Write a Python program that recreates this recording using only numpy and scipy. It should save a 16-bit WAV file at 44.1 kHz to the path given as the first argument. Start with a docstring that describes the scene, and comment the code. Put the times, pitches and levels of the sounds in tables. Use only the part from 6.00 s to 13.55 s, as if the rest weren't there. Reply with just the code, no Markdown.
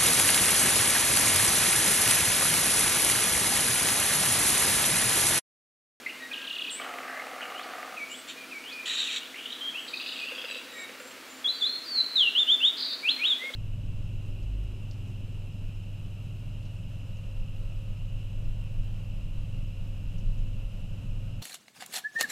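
"""Morning on a meadow at the edge of a wood, heard through an almost mono outdoor microphone.
Over a soft hiss and a faint electrical hum, far birds warble, whistle and trill with the syrinx.
A woodpecker's long roll rings the modes of a dry trunk; then come harsh scolds, thin high notes,
a buzzing trill and a far woodpecker on a hollow trunk. Last, a near songbird whistles a slurred
phrase and the far woodpecker drums again. Throughout, the trees scatter every note back."""
import sys
import numpy as np
from scipy import signal
from scipy.fft import rfft, irfft, next_fast_len
from scipy.io import wavfile
from scipy.ndimage import uniform_filter1d

SR = 44100
rng = np.random.default_rng(int(sys.argv[2]) if len(sys.argv) > 2 else 0)


def file_out(sig):
    """Save sig as 16-bit WAV at sys.argv[1]."""
    # one column per channel
    cols = np.atleast_2d(sig).T
    # limit, then scale
    lim = np.clip(cols, -1, 1)
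    pcm = np.round(lim * 32767).astype(np.int16)
    wavfile.write(sys.argv[1], SR, pcm)


N = 332955
TIME = np.arange(N) / SR

# Levels in the tables are relative: gains and filters follow.
# Spectra of the land's murmur and the microphone's hiss. Each row: frequency in Hz, level in dB.
MURMUR_SPECTRUM = [(50, -47), (145, -17), (200, -3), (250, 5), (640, -2.5), (950, -2.5), (1300, 2),
                   (2500, 0.5), (4500, -5.5), (5500, -21)]
HISS_SPECTRUM = [(2000, -31), (4700, 3), (6000, 2), (10000, -3), (15500, -8)]
# Electrical hum. Each row: frequency in Hz, level in dB.
HUM_PARTIALS = [(116, -76), (259, -62), (490, -65), (642, -64.5)]
# Far warbled notes. Each row: start and length in seconds, first and last pitch in Hz, bend,
# level, fade and softening of the ends in dB, swings per second, swing depth in Hz.
WARBLE_NOTES = [ (0.061, 0.0545, 2230, 2760, 1.5, -36, 6, 6.5, 83, 272),
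                (0.815, 0.037, 3126, 2980, 1, -44.5, 9, 1, 160, 160),
                (1.034, 0.2, 1737, 2170, -3, -44, 2.5, -0.5, 54, 230),
                (1.41, 0.031, 3215, 2645, 0.5, -40, 3.5, 1, 153, 300),
                (2.085, 0.12, 7000, 8200, 1.5, -57.5, -1, 0, 72, 350),
                (2.283, 0.047, 2664, 3610, -2, -38.5, 13, 9, 125, 560),
                (3.338, .265, 2170, 3670, 3, -36.5, 6, 14.5, 85, 390),
                (3.879, 0.11, 4260, 4280, 0, -46.5, 2, -3.5, 118, 517),
                (3.972, 0.28, 4370, 4120, 0, -44, 6, 5, 103, 637)]
# Plain far whistles. Each row: start and length in seconds, first and last pitch in Hz, level in dB.
WHISTLE_NOTES = [ (0.199, 0.068, 1880, 1903, -54.5), (0.207, 0.048, 3774, 3810, -57),
                 (0.301, 0.15, 1643, 1608, -57.5), (0.314, 0.017, 2490, 2460, -45),
                 (2.37, 0.082, 2470, 2330, -55.5), (2.709, 0.14, 2510, 2370, -50),
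                 (3.609, 0.095, 3180, 3264, -41), (3.741, 0.068, 2424, 3255, -45),
                 (0.764, 0.042, 2300, 2280, -54), (3.933, 0.014, 2435, 2520, -39.5),
                 (4.212, 0.071, 2467, 2690, -46), (4.377, 0.045, 3260, 3290, -44),
                 (4.475, 0.11, 3864, 3910, -50.5), (4.699, 0.15, 3900, 3750, -55),
                 (4.696, 0.16, 1950, 1810, -59.5), (4.755, 0.097, 2277, 2190, -52.5)]
# One syllable of the slurred trill. Each row: time into it in seconds, pitch in Hz, level in dB.
TRILL_SYLLABLE = [(0, 4800, -48), (.004, 3340, -42.5), (.011, 3020, -39.5), (.019, 2580, -37.5)]
# A sharp call, one list for each side of the syrinx. Each row: time in seconds, pitch in Hz, level in dB.
SHARP_CALL_SIDES = [
    [(.703, 8600, -33), (.716, 7450, -47), (.75, 7770, -39), (.785, 8600, -33.5)],
    [(.703, 9800, -42), (.718, 8500, -33), (.785, 9130, -37)],
]
# Force of the woodpecker's long roll. 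Each row: time in seconds, level in dB.
RATTLE_FORCE = [(0.799, -38.5), (1.1, -41.5), (1.4, -41.5), (1.78, -41.5), (1.95, -44.5), (2.05, -57)]
# Modes of its dry trunk. Each row: frequency in Hz, time to peak in seconds.
DRY_TRUNK_MODES = [(510, 0.0047), (715, 0.0043), (1260, 0.0025)]
# A peck's direct sound and three echoes. Each row: delay in seconds, level of each mode in dB.
PECK_ARRIVALS = [(0, -13, 0, 2), (.016, -6.5, -6.5, -23), (.027, -20, -12, -6), (.064, -10.5, -16, 2)]
# Spectra of a peck's crack and of the wash behind the roll. Each row: frequency in Hz, level in dB.
CRACK_SPECTRUM = [(50, -70), (400, -18), (1300, 1), (2200, 11.5), (3000, 1), (4200, -19)]
WASH_SPECTRUM = [(50, -75), (200, -38), (490, -3), (750, 2), (970, -8.5), (1220, 3.5), (1480, -3.5),
                 (1850, -3), (2900, -9.5), (3800, -37)]
# A falling slur, then a rising whip. Each row: start in seconds, slur level in dB,
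# whip delay and length in seconds, whip level in dB.
COUPLETS = [(1.413, -60, 0.13, 0.1, -52.5), (1.967, -46, 0.13, 0.07, -50.5),
            (2.512, -47.5, .126, .105, -51), (3.076, -49.5, 0.13, 0.061, -51)]
# Effort of the scolds, one list a call. Each row: time in seconds, level in dB.
SCOLD_EFFORT = [
    [(2.275, -48), (2.292, -36), (2.335, -53)],
    [(2.856, -33.5), (2.89, -32.5), (3.02, -35), (3.175, -34), (3.195, -39)],
]
# Response of the scolding bird's throat. Each row: frequency in Hz, gain in dB.
SCOLD_THROAT = [(50, -80), (300, -49), (1300, -15), (1900, -7), (2150, -12), (2400, -7.5), (2620, 1),
                (3300, -1.5), (3650, 3), (3870, -3), (4150, -1.5), (5000, -25), (5700, -13), (6300, -16),
                (7300, -6.5), (8200, -16.5), (9200, -34), (9800, -23), (12000, -38)]
# A shrill tone in the long scold, and a slur from the other side of the syrinx.
# Each row: time in seconds, pitch in Hz, level in dB.
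SCOLD_CORE_PATH = [(2.885, 3866, -35.5), (2.96, 3840, -37), (3.19, 3826, -43.5)]
SCOLD_SLUR_PATH = [(2.972, 4650, -53), (2.998, 4050, -33), (3.04, 3300, -37), (3.075, 2650, -39),
                   (3.105, 2280, -43)]
# Thin high notes. Each row: start in seconds, pitch in Hz, level in dB.
THIN_HIGH_NOTES = [(3.79, 7830, -60.5), (4.13, 7700, -60), (4.48, 7820, -59), (4.721, 7530, -58.5),
                   (5.0, 7400, -60), (5.271, 7190, -64), (5.541, 7400, -62)]
# Throat resonances of the buzzing trill. Each row: frequency and width in Hz, level in dB.
BUZZ_RESONANCES = [(2773, 220, 1), (3370, 230, -3), (4770, 230, -10.5)]
# The far woodpecker's rolls. Each row: start in seconds, level in dB, extra gain of the tick in dB.
DRUM_ROLLS = [(4.254, -40, 11.5), (7.436, -37.5, 7)]
# Spectrum of its bill's tick. Each row: frequency in Hz, level in dB.
TICK_SPECTRUM = [(200, -42), (1400, 1.5), (2900, 4.5), (4000, -20), (7000, -27)]
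# The near phrase. Each row: start, length and lead-in in seconds, lead-in slope in Hz per second,
# glide in seconds, its first and last pitch in Hz, later fall in Hz per second, attack in seconds,
# level and swell in dB. A negative lead-in starts mid-glide.
NEAR_NOTES = [ (5.444, 0.075, 0.021, -1500, 0.034, 3330, 4056, 0, 0.016, -23.5, -5),
              (5.511, 0.084, 0.006, 0, 0.025, 4070, 4510, 0, .004, -30.5, 6),
              (5.609, 0.16, 0.02, -7000, 0.059, 3436, 4232, 1, 0.015, -23.5, -10.5),
              (5.841, 0.18, 0.021, -20000, 0.16, 4710, 4060, -2, 0.031, -18.5, 2),
              (6.155, 0.14, -0.062, -1, 0.18, 4570, 2783, -3, 0.0019, -20, -4.5),
              (6.35, 0.085, -0.0048, -6, 0.06, 2810, 3595, 3996, 0.00089, -19, 3),
              (6.47, 0.084, -0.011, 0, 0.075, 2820, 3576, 5000, 0.009, -19, 9.5),
              (6.603, 0.088, -0.0094, 0, 0.091, 2623, 3706, 0, 0.031, -15, 6),
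              (7.028, 0.095, .044, 9000, .046, 2620, 4190, -7, 0.011, -21.5, 3),
              (7.178, 0.16, 0.046, 8000, 0.056, 2460, 3857, 10497, 0.0058, -23.5, 6.5),
              (7.391, 0.11, -0.031, 3, 0.11, 1913, 2165, 1000, 0.015, -19.5, -2),
              (7.536, 0.018, -0.00049, 0, 0.013, 2810, 4280, 0, .002, -29.5, 0)]
# Pass band of the near singer's throat. Each row: frequency in Hz, gain in dB.
NEAR_THROAT = [(2000, -17.5), (2450, -5.5), (2800, -1.5), (3350, 1), (3800, -3.5), (4120, -3), (4330, -10),
               (4700, -16.5), (5200, -15)]
# The near singer's buzz. Each row: time in seconds, centre pitch in Hz, level in dB.
NEAR_BUZZ_PATH = [(6.768, 4585, -38.5), (6.82, 4426, -31.5), (6.93, 4220, -33.5), (6.952, 4250, -45)]
# The top of the near song rings on most in the trees. Each row: frequency in Hz, gain in dB.
NEAR_ECHO_RESPONSE = [(2800, -1.5), (3700, -2.5), (4200, 7), (4700, 4.5)]
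# Reverberation of the wood. Each row: frequency in Hz, time to fall 60 dB in seconds.
WOOD_DECAY = [(500, 1.2), (2000, 0.6), (4000, 0.71), (8000, 0.32)]
# Treble of the birdsong as it reaches the microphone. Each row: frequency in Hz, gain in dB.
SONG_RESPONSE = [(4500, 1.5), (5600, -4), (7200, 9), (9000, -12)]


def from_db(db):
    """Amplitude grows tenfold for every 20 dB."""
    return 10 ** (np.asarray(db) / 20)


def rms_one(x):
    """Normalisation to unit power."""
    return x / np.sqrt(np.mean(x ** 2) + 1e-20)


def at_hz(points, hz):
    """Interpolation on a logarithmic frequency axis."""
    known, value = np.transpose(points)
    return np.interp(np.log(np.maximum(hz, 1)), np.log(known), value)


def colour(x, spectrum):
    """Filtering multiplies each frequency by its own gain."""
    size = next_fast_len(len(x))
    hz = np.arange(size // 2 + 1) * SR / size
    return irfft(rfft(x, size) * from_db(at_hz(spectrum, hz)), size)[:len(x)]


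def noise(spectrum):
    """Filtered white noise of unit power."""
    return rms_one(colour(rng.standard_normal(N), spectrum))


def wander(t, per_s):
    """Random modulation: straight lines between Gaussian values."""
    steps = (t - t[0]) * per_s
    knots = rng.standard_normal(int(steps[-1]) + 2)
    return np.interp(steps, np.arange(len(knots)), knots)


def envelope(t, times, db, ramp_s=.006):
    """An amplitude contour, gated smoothly at both ends."""
    gate = np.clip(np.minimum(t - times[0], times[-1] - t) / ramp_s + .5, 0, 1)
    return from_db(np.interp(t, times, db)) * np.sin(gate * np.pi / 2) ** 2


def mix(sounds):
    """Superposition of (start in seconds, samples) pairs."""
    out = np.zeros(N)
    for start_s, sound in sounds:
        i = max(int(start_s * SR), 0)
        out[i:i + len(sound)] += sound[:max(N - i, 0)]
    return out


def rhythm(start_s, gap_s, excess_s, settle, count):
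    """Onset times whose gaps relax exponentially to a steady pace."""
    gaps = gap_s + excess_s * np.exp(-np.arange(count) / settle)
    return start_s + np.cumsum(gaps) - gaps


def background():
    """The noise floor: broadband murmur of the land, microphone hiss and the partials of a wavering hum."""
    hum = 0
    for hz, db in HUM_PARTIALS:
        wavering_time = TIME + np.cumsum(0.0052 * wander(TIME, 24.8)) / SR
        hum += from_db(db) * np.sqrt(2) * np.sin(2 * np.pi * hz * wavering_time)
    murmur = from_db(-47) * noise(MURMUR_SPECTRUM) * from_db(.5 * wander(TIME, 12))
    return murmur + from_db(-54) * noise(HISS_SPECTRUM) + hum


def syrinx(path, waver, flutter_db, overtone_db, swing_rate=0, swing_hz=0):
    """An oscillator and its octave follow rows of (seconds, Hz, dB); returns start and samples."""
    times, path_hz, db = np.transpose(path)
    t = np.arange(times.min() - .005, times.max() + .005, 1 / SR)
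    centre = uniform_filter1d(np.interp(t, times, path_hz), size=300) * (1 + waver * wander(t, 391))
    pitch = centre + swing_hz * np.sin(2 * np.pi * swing_rate * (t - t[0]) + 0.43 * wander(t, 39.9))
    phase = 2 * np.pi * np.cumsum(pitch) / SR
    level = envelope(t, times, db) * from_db(flutter_db * np.tanh(wander(t, 150.2)))
    level *= (centre / pitch) ** 1.7   # louder at the bottom of each swing
    return t[0], np.sqrt(2) * level * (np.sin(phase) + from_db(overtone_db) * np.sin(2 * phase))


def far_path(start_s, length_s, from_hz, to_hz, bend, db, fade_db, edge_db, edge_share=0.3):
    """An exponential glide, moving early if its bend is positive and late if negative."""
    progress = np.linspace(0, 1, 40)
    travel = np.cumsum(np.exp(-bend * progress))
    pitch = from_hz + (to_hz - from_hz) * (travel - travel[0]) / (travel[-1] - travel[0])
    edges_db = edge_db * np.exp(-np.minimum(progress, 1 - progress) / edge_share)
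    return np.transpose([start_s + length_s * progress, pitch, db - fade_db * progress - edges_db])


def warblers():
    """Frequency modulation too fast for the ear to follow is heard as a buzz."""
    notes = [syrinx(far_path(*glide), waver=0.0247, flutter_db=10.5, overtone_db=-29,
                    swing_rate=rate, swing_hz=depth) for *glide, rate, depth in WARBLE_NOTES]
    return from_db(-0.5) * mix(notes)


def whistlers():
    """Nearly sinusoidal glides are heard as whistles: plain notes and slur-and-whip couplets."""
    paths = []
    for start_s, slur_db, delay_s, length_s, whip_db in COUPLETS:
        paths.append(far_path(start_s, length_s=0.081, from_hz=2720, to_hz=2264, bend=4.9,
                              db=slur_db, fade_db=3.5, edge_db=0))
        paths.append(whip_path(start_s + delay_s, length_s, whip_db))
    paths += [far_path(*glide, bend=0.27, db=db, fade_db=-1, edge_db=0.5) for *glide, db in WHISTLE_NOTES]
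    return from_db(4) * mix(syrinx(path, waver=0.0194, flutter_db=4, overtone_db=-40) for path in paths)


def slur_trill(pitch_spread=0.022, spread_db=1.5):
    """A repeated downward sweep makes a trill; it starts hurried, and no two syllables are alike."""
    syllables = []
    for start_s in rhythm(start_s=.328, gap_s=.028, excess_s=-.013, settle=1.5, count=15):
        tune, size = rng.standard_normal(2)
        path = [(start_s + after_s, hz * (1 + pitch_spread * tune), db + spread_db * size)
                for after_s, hz, db in TRILL_SYLLABLE]
        syllables.append(syrinx(path, waver=0.052, flutter_db=4.5, overtone_db=-38))
    return mix(syllables)


def sharp_call():
    """Biphonation: the two sides of the syrinx sound independent pitches at once."""
    sides = [syrinx(path, waver=0.0063, flutter_db=2, overtone_db=-60) for path in SHARP_CALL_SIDES]
    return from_db(-3.5) * mix(sides)


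def knock(hz, swell_s):
    """A damped mode of a trunk swells and dies after a peck."""
    t = TIME[:SR // 20]
    age = t / swell_s
    return age ** 2 * np.exp(2 * (1 - age)) * np.sin(2 * np.pi * hz * t)


def impacts(blows, spectrum, decay_s):
    """A brief impact is broadband: each (seconds, dB) blow starts a decaying burst of noise."""
    decay = np.exp(-TIME[:SR // 8] / decay_s)
    level = mix((start_s, from_db(db) * decay) for start_s, db in blows)
    return colour(level * rng.standard_normal(N), spectrum)


def rattling_woodpecker(gap_s=.04683, ring_db=1.5, crack_db=10, wash_db=-3.5, uneven_db=2):
    """Impulse excitation: even pecks crack and ring a dry trunk; echoes and a wash fill the gaps."""
    times, db = np.transpose(RATTLE_FORCE)
    pecks = np.arange(times[0], times[-1], gap_s)
    force_db = np.interp(pecks, times, db)
    rings = []
    for start_s, peck_db in zip(pecks, force_db):
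        for delay_s, *modes_db in PECK_ARRIVALS:
            for (hz, swell_s), mode_db in zip(DRY_TRUNK_MODES, modes_db):
                size, tune = rng.standard_normal(2)
                gain = from_db(peck_db + ring_db + mode_db + uneven_db * size)
                rings.append((start_s + delay_s, gain * knock(hz * (1 + 0.051 * tune), swell_s)))
    cracks = impacts(zip(pecks, force_db + crack_db), CRACK_SPECTRUM, decay_s=0.002)
    wash = envelope(TIME, times, db + wash_db) * noise(WASH_SPECTRUM)
    return mix(rings) + cracks + wash


def whip_path(start_s, length_s, db, from_hz=2804, rise_hz=135, rise_s=.035, fade_db_per_s=23):
    """An exponential rise in pitch steepens, so a longer whip ends higher."""
    t = np.linspace(0, length_s, 40)
    return np.transpose([start_s + t, from_hz + rise_hz * np.expm1(t / rise_s), db - fade_db_per_s * t])


def scolds(pulse_hz=631, jitter=.022, hiss_db=4.5):
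    """Source and filter: a chaotic syrinx drives the throat; two tones join the long scold."""
    effort = sum(envelope(TIME, *np.transpose(call)) for call in SCOLD_EFFORT)
    pitch = pulse_hz * (1 + jitter * wander(TIME, 350) + jitter / 2 * wander(TIME, 40))
    phase = 2 * np.pi * np.cumsum(pitch) / SR
    harmonics = sum(np.sin(k * phase) * from_db(7.8 * wander(TIME, 90)) for k in range(2, 16))
    source = rms_one(harmonics) + from_db(hiss_db) * np.sqrt(2) * rng.standard_normal(N)
    source *= from_db(2.4 * wander(TIME, 240))
    rasp = colour(source * effort, SCOLD_THROAT) / np.std(colour(source, SCOLD_THROAT))
    slur = syrinx(SCOLD_SLUR_PATH, waver=0.0684, flutter_db=4, overtone_db=-22)
    core = syrinx(SCOLD_CORE_PATH, waver=0.0176, flutter_db=5.5, overtone_db=-32)
    return rasp + mix([slur, core])


def thin_notes(length_s=0.123):
    """High tones almost free of overtones sound thin; each rises slightly."""
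    paths = [[(s, hz * .99, db), (s + length_s, hz * 1.01, db)] for s, hz, db in THIN_HIGH_NOTES]
    notes = [syrinx(path, waver=0.0035, flutter_db=8.5, overtone_db=-57) for path in paths]
    return from_db(-5) * mix(notes)


def buzz_trill(start_s=3.993, gap_s=.0325, jitter_s=0.0026, pulse_gap_s=0.0075, fade_db=4.5, count=19):
    """Bursts of three fading pulses excite the throat's resonances; the lowest sinks along the trill."""
    t = TIME[:SR // 50]
    bursts = start_s + gap_s * np.arange(count) + jitter_s * rng.standard_normal(count)
    pulses = []
    for burst_s, sag in zip(bursts, 0.031 * np.linspace(.5, -.5, count)):
        for pulse in range(3):
            for mode, (hz, width_hz, mode_db) in enumerate(BUZZ_RESONANCES):
                size, tune = rng.uniform(-1.24, 1, 2)
                pitch = hz * (1 + sag * (mode == 0) + 0.04 * tune)
                age = np.pi * width_hz * t
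                ring = age * np.exp(1 - age) * np.sin(2 * np.pi * pitch * t)
                gain = from_db(-33.5 + mode_db - pulse * fade_db + 3.8 * size)
                pulses.append((burst_s + pulse * pulse_gap_s, gain * ring))
    return mix(pulses)


def far_woodpecker(trunk_hz=520, swell_s=0.0046, tire_db_per_s=4, uneven_db=5):
    """Each tick of the bill excites a hollow trunk's one low mode; a roll speeds up and tires."""
    rings, taps = [], []
    for start_s, db, tick_db in DRUM_ROLLS:
        times = rhythm(start_s, gap_s=.054, excess_s=.0106, settle=3.9, count=17)
        force_db = db - tire_db_per_s * (times - start_s) + uneven_db * rng.uniform(-1.3, 1, len(times))
        force_db[0] -= 5.5   # the roll opens softly
        rings += [(s, gain * knock(trunk_hz, swell_s)) for s, gain in zip(times, from_db(force_db))]
        taps += zip(times, force_db + tick_db)
    ticks = impacts(taps, TICK_SPECTRUM, decay_s=0.003)
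    return early_echoes(ticks, scatter_db=-3) + mix(rings)


def near_path(start_s, length_s, lead_s, slope, glide_s, from_hz, to_hz, fall, attack_s, db, swell_db):
    """Lead-in, S-shaped glide and fall; a note gains level while its pitch is in the throat's pass band."""
    t = np.linspace(0, length_s, 80)
    glide = (1 - np.cos(np.pi * np.clip((t - lead_s) / glide_s, 0, 1))) / 2
    lead_hz = slope * np.minimum(t - lead_s, 0)
    fall_hz = fall * np.maximum(t - lead_s - glide_s, 0)
    pitch = from_hz + lead_hz + (to_hz - from_hz) * glide - fall_hz
    edges_db = 12 * np.exp(-t / attack_s) + 12 * np.exp((t - length_s) / 0.0023)   # onset and release
    level_db = db + swell_db * (t / length_s - .5) + at_hz(NEAR_THROAT, pitch) - edges_db
    return np.transpose([start_s + t, pitch, level_db])


def near_songbird():
    """The syrinx glides through a slurred phrase with one frequency-modulated buzz."""
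    song = mix(syrinx(near_path(*note), waver=0.013, flutter_db=3, overtone_db=-39.5)
               for note in NEAR_NOTES)
    buzz = syrinx(NEAR_BUZZ_PATH, waver=0.034, flutter_db=5.5, overtone_db=-47,
                  swing_rate=96, swing_hz=506)
    song = from_db(-2.5) * early_echoes(song, scatter_db=-9.5, spread_s=0.019)
    return song + early_echoes(mix([buzz]), scatter_db=-8)


def early_echoes(x, scatter_db, spread_s=0.01, echoes_per_s=900):
    """Reflections from trunks close to a source interfere with it, smearing and rippling its sound."""
    t = TIME[:SR // 8]
    echoes = rng.standard_normal(len(t)) * (rng.random(len(t)) < echoes_per_s / SR)
    echoes *= np.exp(-t / spread_s)
    scattered = signal.fftconvolve(x, echoes / np.sqrt(np.sum(echoes ** 2) + 1e-20))[:N]
    return (x + from_db(scatter_db) * scattered) / np.sqrt(1 + from_db(scatter_db) ** 2)


def wood_reverb(x, build_s=0.0022):
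    """Scattering from many trunks builds a diffuse field that dies soonest in the treble."""
    t = TIME[:SR]
    edges_hz = [100, 1000, 2800, 5600, 15000]
    response = 0
    for low, high in zip(edges_hz, edges_hz[1:]):
        band_pass = signal.butter(2, [low, high], "band", fs=SR, output="sos")
        decay = from_db(-60 * t / at_hz(WOOD_DECAY, np.sqrt(low * high)))
        response += signal.sosfilt(band_pass, rng.standard_normal(SR)) * decay
    response *= 1 - np.exp(-t / build_s)
    return signal.fftconvolve(x, response / np.sqrt(np.sum(response ** 2)))[:N]


def scene():
    """The reverberant share grows with distance; the two channels barely differ."""
    near = near_songbird()
    far = early_echoes(whistlers() + sharp_call() + thin_notes(), scatter_db=-6.5, spread_s=0.023)
    far += early_echoes(warblers(), scatter_db=-6.5)
    far += early_echoes(slur_trill(), scatter_db=-7, spread_s=0.0038)
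    far += early_echoes(buzz_trill(), scatter_db=-5, spread_s=0.0052)
    song_reverb = wood_reverb(from_db(-13) * colour(near, NEAR_ECHO_RESPONSE) + from_db(-7) * far)
    songs = colour(near + far + song_reverb, SONG_RESPONSE)
    harsh = scolds() + rattling_woodpecker() + far_woodpecker()
    centre = harsh + from_db(-11.5) * wood_reverb(harsh) + background()
    side_hiss = from_db(-86) * rng.standard_normal(N)
    return np.array([from_db(0.28) * songs + centre + side_hiss, songs + centre - side_hiss])


def record(dry):
    """Band limiting: a steep elliptic low-pass removes the highest treble."""
    cutoff_hz = 15700
    return signal.sosfilt(signal.ellip(12, .1, 80, cutoff_hz, fs=SR, output="sos"), dry)


dry = scene()
out = record(dry)
file_out(out)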